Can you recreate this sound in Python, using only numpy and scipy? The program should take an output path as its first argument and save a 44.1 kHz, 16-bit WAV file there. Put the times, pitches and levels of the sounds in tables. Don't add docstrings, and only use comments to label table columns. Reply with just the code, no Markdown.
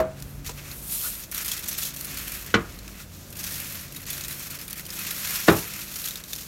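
import sys
import numpy as np
from scipy import signal
from scipy.fft import rfft, irfft
from scipy.io import wavfile
from scipy.ndimage import uniform_filter1d

SR = 44100
rng = np.random.default_rng(int(sys.argv[2]) if len(sys.argv) > 2 else 0)


def generate_wav(signal):
    frames = np.transpose(np.atleast_2d(signal))
    scaled = np.clip(frames, -1, 1) * 32767
    pcm = np.round(scaled).astype(np.int16)
    wavfile.write(sys.argv[1], SR, pcm)


def elevation(decibels):
    levels = np.asarray(decibels, float)
    return 10 ** (levels / 20)


N = 285327

# start [s], peak level [dB], fade t60 [s].
SHOWERS = [(1.314, -17, 0.04), (1.3453, -13, 0.049), (1.446, -15, 0.039), (1.4582, -15, .04),
           (1.592, -17, 0.039), (1.6823, -10, 0.077), (1.7772, -15, .083), (1.8504, -13, 0.061),
           (2.0092, -14, 0.034), (2.0449, -18, 0.049), (2.28, -14, .025), (2.348, -18, 0.052),
           (2.463, -20, .031), (3.326, -22, .032), (3.3914, -21, .04), (3.5405, -19, .04),
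           (3.601, -16, 0.031), (4.0167, -24.5, .034), (4.0652, -19, .021), (4.102, -12.5, 0.051),
           (4.2825, -15.5, 0.027), (4.5097, -20, 0.04), (4.551, -20, 0.047), (4.68, -18.5, .035),
           (4.7068, -18, .03), (4.864, -18, 0.033), (4.9637, -20, 0.048), (4.9897, -17, 0.045),
           (5.107, -15, 0.068), (5.3344, -15, .04)]
# start [s], ring level [dB], fade t60 [s], glint [Hz].
LUMPS = [(.8955, -36, .047, 6730), (1.3781, -26, .04, 5700), (1.48, -26.5, 0.035, 3400),
         (1.515, -24.5, 0.058, 3300), (1.64, -31, 0.026, 5530), (1.659, -35, 0.033, 6300),
         (1.7276, -29, 0.043, 5820), (1.8304, -28, 0.057, 3460), (1.9392, -38, .03, 5720),
         (1.9626, -33.5, 0.028, 6080), (2.1713, -29, 0.034, 4340), (2.318, -32, 0.063, 2400),
         (3.3544, -40, .034, 2660), (3.439, -29.5, 0.055, 6060), (3.4655, -33, .043, 6060),
         (3.9228, -36, 0.033, 2700), (3.9606, -34.5, 0.077, 3820), (4.128, -32.5, 0.074, 6870),
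         (4.3096, -35, .034, 3900), (4.588, -37, .04, 4570), (4.613, -34, .046, 5170),
         (4.7296, -29, 0.024, 4470), (4.8525, -36.5, 0.043, 4950), (5.066, -30, 0.04, 2710),
         (5.242, -34, .049, 5780), (5.5852, -29, 0.033, 2700), (5.7378, -34, 0.014, 6250),
         (6.0568, -26.5, 0.04, 6440), (6.0843, -25.5, 0.028, 3700), (6.3606, -31, 0.034, 5300)]
# start [s], ring level [dB], glint [Hz].
CREASES = [(0.223, -37, 5850), (.446, -38, 2670), (.4685, -40.5, 4450), (0.714, -32.5, 4360),
           (1.6249, -40, 2430), (1.991, -36, 5570), (2.7883, -36, 4100), (2.878, -35.5, 2600),
           (3.9468, -36, 2000), (4.2367, -31, 6440), (4.247, -29, 3820), (4.795, -32, 2000),
           (4.9028, -30, 5200), (4.925, -37, 3200), (5.014, -31, 2580), (5.3555, -25.5, 5260),
           (5.958, -29, 5700), (5.987, -33, 5700), (6.0413, -28, 4000), (6.135, -41, 2580),
           (6.156, -28.5, 3720), (6.171, -35, 5040), (6.074, -27, 3300), (6.108, -29.5, 3800),
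           (6.2378, -33.5, 3770), (6.3317, -23, 3600), (6.385, -35, 3490)]


def unit(x):
    return x / np.sqrt(np.mean(x ** 2))


def on_curve(points, hz):
    f, value = np.transpose(points)
    return np.interp(np.log(np.maximum(hz, 1)), np.log(f), value)


def colour(x, points):
    gain = elevation(on_curve(points, np.fft.rfftfreq(4096, 1 / SR)))
    cepstrum = irfft(np.log(gain))
    cepstrum[1:2048] *= 2
    cepstrum[2049:] = 0
    impulse = irfft(np.exp(rfft(cepstrum)))
    return signal.fftconvolve(x, impulse)[:len(x)]


def resonance(x, hz, width):
    return signal.lfilter(*signal.iirpeak(hz, hz / width, fs=SR), x)


def resonance_twice(x, hz, width):
    return resonance(resonance(x, hz, width), hz, width)


def die_away(t, t60):
    return np.exp(-np.log(1000) * t / t60)


def walk(rate):
    hold = int(SR / rate)
    steps = np.repeat(rng.standard_normal(N // hold + 1), hold)
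    smooth = uniform_filter1d(uniform_filter1d(steps, hold), hold)
    return unit(smooth[:N])


def swells(steady_db, rows):
    t = np.arange(N) / SR
    power = elevation(2 * steady_db)
    for peak, half, db in rows:
        power = power + elevation(2 * db) * np.exp(-((t - peak) / half) ** 2)
    return np.sqrt(power)


def knocks():
    # start [s], ring level [dB], rattle level [dB], rattle decay stretch [x], rise [s].
    blows = [
        (.0, -17.5, -24, 1., 0.00073),
        (0.492, -40, -39.5, 0.25, 0.00043),
        (2.5403, -11.5, -22, 0.98, 0.0018),
        (5.4775, -10.5, -16, 0.78, 0.0089),
    ]
    # frequency [Hz], level [dB], t60 [s].
    blow_modes = [
        [(64.6, -9, 0.14), (357, -5.5, 0.16), (508, -8.5, 0.25), (637, 2.5, 0.26), (1100, -20, 0.27),
         (1430, -33, 0.68)],
        [(200, -2, .05), (450, 0, 0.045), (980, 6, .045), (2700, 2, .04)],
        [(115, -8.5, 0.12), (204, -6, 0.17), (338, -8.5, 0.24), (408, -1, 0.066), (456, -5.5, 0.17),
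         (1083, -8.5, 0.14), (1275, -13, .15), (1463, 6, 0.041), (1415, -19, .3), (1810, -25, 0.22),
         (2000, -10, 0.091), (2320, -9.5, 0.1), (3010, -12, 0.082), (4140, -15, 0.057), (6600, -15, .05)],
        [(92, -10, 0.21), (163, 0, 0.23), (215.3, -5, 0.2), (330.7, 1.5, 0.22), (389, 6.5, 0.12),
         (419, -6, 0.25), (1008, 1, 0.054), (688, 9.5, 0.052), (798, -4.5, 0.18), (903, -11, 0.13),
         (1300, -12, 0.14), (1470, -4, 0.05), (1793, 2.5, 0.067), (2000, 1, 0.039), (2700, -11.5, .07)],
    ]
    # frequency [Hz], level [dB per Hz].
    rattle_spectra = [
        [(35, -41), (60, 0), (236, -8), (642, -4), (857, -18), (1240, -9), (1820, -26), (6000, -38),
         (7800, -77), (13200, -120)],
        [(90, -25), (200, 4), (1020, -5.5), (2080, -16), (2780, -10), (5010, -17), (8000, -7), (10400, -41),
         (17600, -120)],
        [(35, -35), (60, 2), (364, 0), (860, -16.5), (1390, -1.5), (1720, -7.5), (2070, -7), (3970, -15.5),
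         (5560, -15.5), (9000, -64), (11700, -72), (19800, -120)],
        [(29, -41), (50, 8), (385, 6), (546, -1), (1020, -3.5), (1450, 0.5), (2050, -17), (3610, -9),
         (5010, -30), (9000, -61), (11700, -63), (19800, -120)],
    ]
    # frequency [Hz], t60 [s].
    rattle_t60 = [(60, 0.34), (300, 0.27), (900, 0.37), (2000, 0.23), (4000, 0.087), (9000, 0.032)]
    out = np.zeros(N + SR)
    t = np.arange(SR // 2) / SR
    for blow, modes, spectrum in zip(blows, blow_modes, rattle_spectra):
        start, ring_db, rattle_db, stretch, rise = blow
        ring = 0
        for hz, db, t60 in modes:
            ring = ring + elevation(db) * np.sin(2 * np.pi * hz * t) * die_away(t, min(t60, .45))
        rattle = 0
        for hz in 80 * 2 ** np.arange(0, 7, .5):
            band = unit(resonance_twice(rng.standard_normal(len(t)), hz, hz / 1.85))
            crack = 1.19 * np.exp(-t / 0.01)
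            fade = die_away(t, stretch * on_curve(rattle_t60, hz)) + crack
            onset = np.minimum((t + .0001) * hz / 3.4, 1)
            rattle = rattle + elevation(on_curve(spectrum, hz)) * np.sqrt(hz / 300) * band * fade * onset
        landing = np.minimum(t / rise, 1) ** 2
        i = int(start * SR)
        out[i:i + len(t)] += (elevation(ring_db) * ring + elevation(rattle_db - 6.5) * rattle) * landing
    return out[:N]


def kitchen():
    # frequency [Hz], level [dB per Hz].
    air_spectrum = [(15, -11), (25, -0.5), (145, -6), (335, -10.5), (451, -16), (575, -14), (818, -22.5),
                    (911, -21), (1230, -20.5), (1740, -23), (2050, -25.5), (4250, -29.5), (16000, -34)]
    # steady level [dB], then swells, each with peak [s], half length [s], level [dB].
    rumble_levels = (-54, [(0.01, 0.5, -32.5), (2.72, 0.17, -38), (3.5, 0.074, -39), (4.1, 0.34, -42)])
    # tone [Hz], steady level [dB], swells, each with peak [s], half length [s], level [dB].
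    appliance_tones = [
        (52.3, -60, [(.6, 1, -48), (2.62, 0.26, -42)]),
        (90.7, -63.5, [(.45, 0.27, -48), (3.1, 1.6, -52.5)]),
        (141.5, -68, [(.35, 0.34, -41), (2.1, 0.28, -50.5), (3.9, 0.72, -51), (5.64, 0.33, -53.5)]),
        (168.6, -59, [(5.2, .5, -54.5)]),
        (196.6, -55, [(5.64, 0.29, -56.5)]),
        (272, -73, [(.1, 0.37, -55), (2.05, 0.2, -54), (4.1, .5, -64.5)]),
    ]
    air_db = -46 + .8 * walk(6)
    air = elevation(air_db) * unit(colour(rng.standard_normal(N), air_spectrum))
    low_noise = unit(resonance_twice(rng.standard_normal(N), 57, 90))
    rumble = swells(*rumble_levels) * elevation(-10.0 + 2.3 * walk(4.58)) * low_noise
    hum = 0
    for hz, steady_db, rows in appliance_tones:
        wavering_hz = hz * (1 + 0.006 * walk(8))
        phase = 2 * np.pi * np.cumsum(wavering_hz) / SR
        hum = hum + swells(steady_db, rows) * elevation(2.5 + 2.2 * walk(11)) * np.sin(phase)
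    return air + rumble + hum


def bursts():
    # start [s], bright level [dB], ring level [dB], t60 [s], glint [Hz].
    clatter = (0.001, -26, -38, .075, 1500)
    # start [s], bright level [dB], ring level [dB], t60 [s], glint [Hz].
    buckle = (5.4836, -31, -18, .026, 1940)
    rows = [clatter, buckle]
    for start, db, t60 in SHOWERS:
        patch_hz = rng.uniform(2530, 6960)
        rows.append((start, db, db - 18.5, t60, patch_hz))
    for start, db, t60, hz in LUMPS:
        rows.append((start, db + 13.5, db, t60, hz))
    for start, db, hz in CREASES:
        rows.append((start, db + 9, db, 0.034, hz))
    return rows


def showers():
    power, glint = np.zeros((3, N)), np.zeros(N)
    for start, bright_db, ring_db, t60, hz in bursts():
        i = int(start * SR)
        t = np.arange(min(N - i, SR // 5)) / SR
        rise = 0.0011 * (t60 / 0.044) ** 2
        shape = np.minimum(t / rise, 1) * die_away(np.maximum(t - rise, 0), t60)
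        layer_db = np.array([[bright_db - 13.0], [ring_db - 3.0], [ring_db - 20]])
        power[:, i:i + len(t)] += (elevation(layer_db) * shape) ** 2
        tone = np.sin(2 * np.pi * (hz * t + rng.random()))
        glint[i:i + len(t)] += elevation(ring_db - 2.5) * shape ** 1.23 * tone
    return power, glint


def puffs(rows, sharpness, trim_db, rise_s):
    out, t = np.zeros(N + SR), np.arange(SR // 10) / SR
    for start, db, hz, t60 in rows:
        i = int(start * SR)
        puff = unit(resonance(rng.standard_normal(len(t)), hz, hz / sharpness))
        shape = np.minimum(t / rise_s, 1) * die_away(t, t60)
        out[i:i + len(t)] += elevation(db + trim_db) * puff * shape
    return out[:N]


def coarse_grains():
    # start [s], peak level [dB], centre [Hz], t60 [s].
    landing = [(0.1134, -38, 5330, 0.015), (0.2014, -27, 6690, 0.015), (0.2239, -20.5, 5680, 0.015),
               (0.6784, -27, 6170, 0.015), (0.7384, -34, 11160, 0.015), (1.3139, -23, 12500, 0.015),
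               (1.3458, -18, 13500, 0.012), (1.4134, -21, 6170, 0.015), (1.4254, -21, 12800, 0.015),
               (1.4654, -13, 14000, 0.015), (1.4854, -16, 7130, 0.015), (1.5044, -21, 8040, 0.015),
               (1.515, -15, 9550, 0.015), (1.9054, -29, 7420, 0.015), (1.9395, -22, 12800, 0.015),
               (1.9624, -22, 13900, 0.015), (1.9704, -20, 6300, 0.015), (2.0044, -22, 13400, 0.015),
               (2.0083, -23, 13000, 0.015), (2.0534, -16, 11500, 0.015), (2.0694, -23, 11400, 0.015),
               (2.8964, -29, 13600, 0.015), (4.0554, -25, 4340, 0.015), (4.0647, -23, 11500, 0.015),
               (4.1021, -20, 11300, 0.015), (4.1354, -23, 5370, 0.015), (4.2098, -20, 6200, 0.017),
               (4.2817, -15, 12400, 0.015), (4.3091, -20, 3900, 0.015), (4.3264, -21, 11600, 0.015),
               (4.3444, -21, 12400, 0.015), (4.372, -25, 12000, 0.015), (4.6798, -18, 13000, 0.015),
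               (4.7296, -14.5, 11900, 0.016), (5.9579, -17, 5700, 0.015), (5.9964, -20, 4340, 0.015),
               (6.0064, -23, 13100, 0.015), (6.1564, -19, 11600, 0.014), (6.2377, -29, 3700, 0.015),
               (6.2821, -26, 11900, 0.015), (6.332, -23, 4080, 0.015), (6.3534, -19, 5380, 0.017)]
    # start [s], peak level [dB], centre [Hz], t60 [s].
    bouncing = [(0.7138, -26, 4360, 0.018), (2.0448, -22, 11500, 0.018), (4.808, -24, 11400, 0.018),
                (4.864, -23, 13300, 0.018), (4.8774, -33, 13300, 0.018), (4.8927, -24, 5460, 0.018),
                (4.9252, -23, 13500, 0.018), (4.9382, -26, 11600, 0.018), (4.9494, -26, 11000, 0.018),
                (5.1324, -20, 12300, 0.014), (5.5654, -15, 11400, 0.018), (5.6254, -23, 3750, 0.018)]
    return puffs(landing + bouncing, 1.2, -10, 0.00022)


def gesture(full, swell, hold, db, sag_db_per_s):
    t = np.arange(N) / SR - full
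    swell_db = -11.5 * (-t / swell).clip(0)
    sag_db = -sag_db_per_s * t.clip(0)
    release_db = -356 * ((t - hold).clip(0) + (-swell - t).clip(0))
    return elevation(2 * (db + swell_db + sag_db + release_db))


def hands():
    # full pressure at [s], swell [s], hold [s], level [dB].
    strokes = [(0.19, 0.16, 0.041, -53), (0.452, .007, .043, -46.5), (0.585, .025, 0.011, -43),
               (0.678, 0.065, 0.047, -43.5), (1.098, .075, .005, -50), (1.13, .03, 0.1, -50),
               (1.326, 0.0064, 0.11, -39), (1.588, 0.32, 0.28, -41), (1.926, 0.071, .02, -44),
               (2.184, 0.26, 0.34, -39), (2.65, 0.19, 0.45, -51.5), (2.992, 0.079, .01, -46.5),
               (3.42, 0.048, 0.11, -44), (3.603, 0.27, 0.24, -42), (4.05, 0.37, .01, -51),
               (4.077, 0.0072, 0.24, -42), (4.54, 0.61, 0.089, -43), (4.68, 0.015, 0.12, -43.5),
               (4.9, 0.095, .05, -49), (4.97, .012, 0.19, -39.5), (5.106, 0.22, 0.21, -40.5),
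               (5.37, 0.32, 0.47, -35.5), (6.05, 0.93, 0.14, -44.5), (6.22, .05, 0.28, -52.5)]
    # full flow at [s], swell [s], hold [s], level [dB], lumpiness [0 to 1].
    pours = [(0.21, 0.063, 0.17, -49.5, 0.29), (0.469, 0.021, 0.013, -38, 0.69),
             (0.864, 0.3, .02, -38.5, 0.12), (0.922, 0.054, 0.077, -27.5, 0.051),
             (1.053, 0.1, 0.028, -26, .12), (1.11, 0.047, .11, -35, 0.29), (1.32, .004, 0.17, -34.5, 0.29),
             (1.503, .16, 0.042, -36, 0.51), (1.84, 0.6, 0.048, -34, 0.57), (1.94, .01, 0.44, -37.5, 0.36),
             (2.33, .34, 0.14, -38.5, 0.34), (3.001, 0.03, 0.013, -44, 0.63), (3.34, 0.27, .02, -52, 0.53),
             (3.396, 0.059, 0.14, -36.5, .35), (3.588, .19, 0.26, -35.5, 0.44),
             (4.055, .25, .02, -50, 0.47), (4.1, 0.027, 0.24, -38.5, 0.53),
             (4.435, 0.51, 0.24, -38.5, 0.35), (4.69, .015, 0.13, -42, 0.31),
             (4.962, 0.12, 0.12, -38, 0.31), (5.118, .18, 0.25, -46, 0.27),
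             (5.324, 0.39, 0.51, -29.5, 0.49), (6.05, 0.27, 0.089, -35, 0.52),
             (6.332, 0.18, 0.17, -41, 0.54)]
    tipped_s, tip_db_per_s = 0.68, 30
    before_tip = (tipped_s - np.arange(N) / SR).clip(0)
    trickle = elevation(2 * (-52 - tip_db_per_s * before_tip))
    bright, ring, lumps = trickle, trickle, 0.28 * trickle
    for full, swell, hold, db, lumpy in pours:
        power = gesture(full, swell, hold, db, 20.5)
        bright = bright + power
        lumps = lumps + power * lumpy
        ring = ring + power * elevation(2 * (-11.5 + 18 * lumpy))
    rub = elevation(2 * -59)
    for full, swell, hold, db in strokes:
        rub = rub + gesture(full, swell, hold, db, 19.5)
    ring = ring + rub * elevation(2 * -2.5)
    return (bright, ring, rub), (lumps / bright).clip(0, 1)


def lulls():
    # end [s], length [s], level change [dB].
    pauses = [(0.167, .12, -3), (1.32, 0.079, -8.5), (1.341, 0.013, -6), (1.445, .012, -4),
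              (1.624, 0.022, -5), (1.656, 0.0088, -5), (1.71, .012, -5.5), (1.774, 0.028, -3.5),
              (1.937, 0.013, -4), (1.963, .012, -8), (2.46, 0.032, -3.5), (3.118, 0.091, -4),
              (3.352, .016, -4.5), (3.43, 0.018, -4), (4.06, 0.018, -9), (4.281, 0.022, -3),
              (4.5, 0.022, -6), (4.587, .01, -8), (4.68, .035, -3), (4.698, .008, -6), (4.757, .015, -6),
              (5.955, 0.0094, -4), (6.247, .04, -5.5), (6.278, 0.036, -3)]
    depth, length_s = 0.22, 0.026
    gain = np.ones(N)
    to_burst = np.arange(SR // 20)[::-1] / SR
    for start, *_ in SHOWERS + LUMPS + CREASES:
        i = int(start * SR)
        gain[i - len(to_burst):i] *= 1 - depth * np.exp(-to_burst / length_s)
    for end, length, db in pauses:
        first, last = int((end - length) * SR), int(end * SR)
        ramp = np.minimum(np.linspace(0, 3, last - first), 1)
        gain[first:last] *= elevation(2 * db * ramp)
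    return gain


def grains(per_s, spread_db):
    hit = rng.random(N) < per_s / SR
    size = elevation(spread_db * rng.exponential(size=N))
    return unit(hit * rng.standard_normal(N) * size)


def spurts(per_s, spread_db, fade_s):
    tail = np.exp(-np.arange(int(8 * fade_s * SR)) / (fade_s * SR))
    power = signal.fftconvolve(grains(per_s, spread_db) ** 2, tail)[:N].clip(0)
    return 8.0 * np.tanh(power / power.mean() / 3.1)


def salt():
    # frequency [Hz], level [dB per Hz].
    bright_spectrum = [(5000, -20), (8000, -3.5), (9300, -1), (10300, -4), (11100, 1), (12600, 2.5),
                       (14600, -3.5), (16500, -9.5)]
    # frequency [Hz], level [dB per Hz].
    ring_spectrum = [(1500, -19), (2600, -5), (3400, 0), (4900, -2), (5700, -2.5), (8000, -0.5),
                     (14000, -18)]
    # frequency [Hz], level [dB per Hz].
    rub_spectrum = [(250, -31.5), (450, -20), (850, -14), (1300, -3), (2200, -1), (2600, -1.5),
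                    (3200, -3.5), (7000, -22)]
    # frequency [Hz], width [Hz], level [dB].
    foil_modes = [(1510, 50, -23), (2580, 170, -1.5), (3420, 31, -19), (4360, 160, -2), (5700, 960, 3.5),
                  (6680, 860, 2), (9640, 680, -8)]
    patter = grains(14000, 1.3) + .9 * rng.standard_normal(N)
    foil = unit(sum(elevation(db) * resonance(patter, hz, width) for hz, width, db in foil_modes))
    struck = patter + elevation(-6.5) * foil
    gush = spurts(110, 1.5, .004)
    drives, lumpy = hands()
    flow_db = 1.73 * lumpy * walk(30)
    burst_power, out = showers()
    thinning = lulls()
    spectra = bright_spectrum, ring_spectrum, rub_spectrum
    gush_shares = .45, .45, .35
    for spectrum, drive, burst, share in zip(spectra, drives, burst_power, gush_shares):
        level_db = -1.0 + flow_db + 0.97 * walk(40)
        gushing = 1 + share * lumpy * (gush - 1)
        bed = drive * elevation(2 * level_db) * gushing * thinning
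        out = out + unit(colour(struck, spectrum)) * np.sqrt(np.abs(bed) + burst)
    return out


def squeak():
    # centre [Hz], width [Hz], level [dB].
    chirp_band = (1360, 190, -41)
    hz, width, db = chirp_band
    peak_s, half_s = 1.058, .024
    swell = np.exp(-((np.arange(N) / SR - peak_s) / half_s) ** 2)
    return elevation(db) * swell * unit(resonance(rng.standard_normal(N), hz, width))


def spatters():
    # start [s], peak level [dB], centre [Hz], t60 [s].
    handfuls = [(1.568, -23.5, 8970, 0.04), (1.5764, -19.5, 4380, 0.04), (1.676, -18, 9490, 0.04),
                (1.712, -20, 12800, 0.04), (1.7474, -25, 5550, 0.04), (1.7904, -18, 11700, 0.04),
                (1.8044, -20, 13000, 0.04), (1.8164, -17, 7110, 0.04), (2.1101, -26, 11700, 0.04),
                (2.1424, -19, 12400, 0.04), (2.1834, -17, 12900, 0.04), (2.2114, -25, 13400, 0.04),
                (2.2454, -27, 13900, 0.04), (2.2944, -22, 13000, 0.04), (2.4104, -24, 13800, 0.04),
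                (3.3024, -26, 11100, 0.04), (3.3684, -22, 11800, 0.04), (3.4324, -20, 6100, 0.04),
                (3.4894, -22, 12800, 0.04), (3.5194, -19, 12800, 0.04), (3.5594, -22, 11800, 0.04),
                (3.5794, -20, 11900, 0.04), (3.6436, -29, 12800, 0.04), (3.6674, -26, 12500, 0.04),
                (4.3184, -23, 12200, 0.04), (4.3939, -19, 13100, 0.04), (4.4294, -22, 13200, 0.04),
                (4.4574, -30, 12100, 0.04), (4.5048, -19, 12400, 0.04), (4.6344, -25, 11800, 0.04),
                (4.6984, -23, 13000, 0.04), (4.7774, -21, 12100, 0.04)]
    return puffs(handfuls, 1.1, -10, .002)


def pan_settling():
    # start [s], peak level [dB], centre [Hz], t60 [s].
    nudges = [
        (3, -38, 1350, .07),
        (2.885, -40.5, 1350, .07),
        (3.4, -45, 2700, .06),
        (5.576, -27, 420, .06),
        (5.508, -17, 380, 0.05),
    ]
    return puffs(nudges, 3.5, -4, .003)


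def scene():
    grit = coarse_grains() + spatters() + pan_settling()
    return (knocks() + kitchen() + salt() + squeak() + grit)[None]


def roll_off(x):
    return signal.sosfilt(signal.butter(12, 16470, fs=SR, output="sos"), x)


def record(dry):
    bass_cut = signal.butter(2, 38, "high", fs=SR, output="sos")
    top_cut = signal.ellip(10, .3, 42, 15850, fs=SR, output="sos")
    x = np.clip(signal.sosfilt(bass_cut, dry), -1, 1)
    return roll_off(signal.sosfilt(top_cut, x))


dry = scene()
out = record(dry)
generate_wav(out)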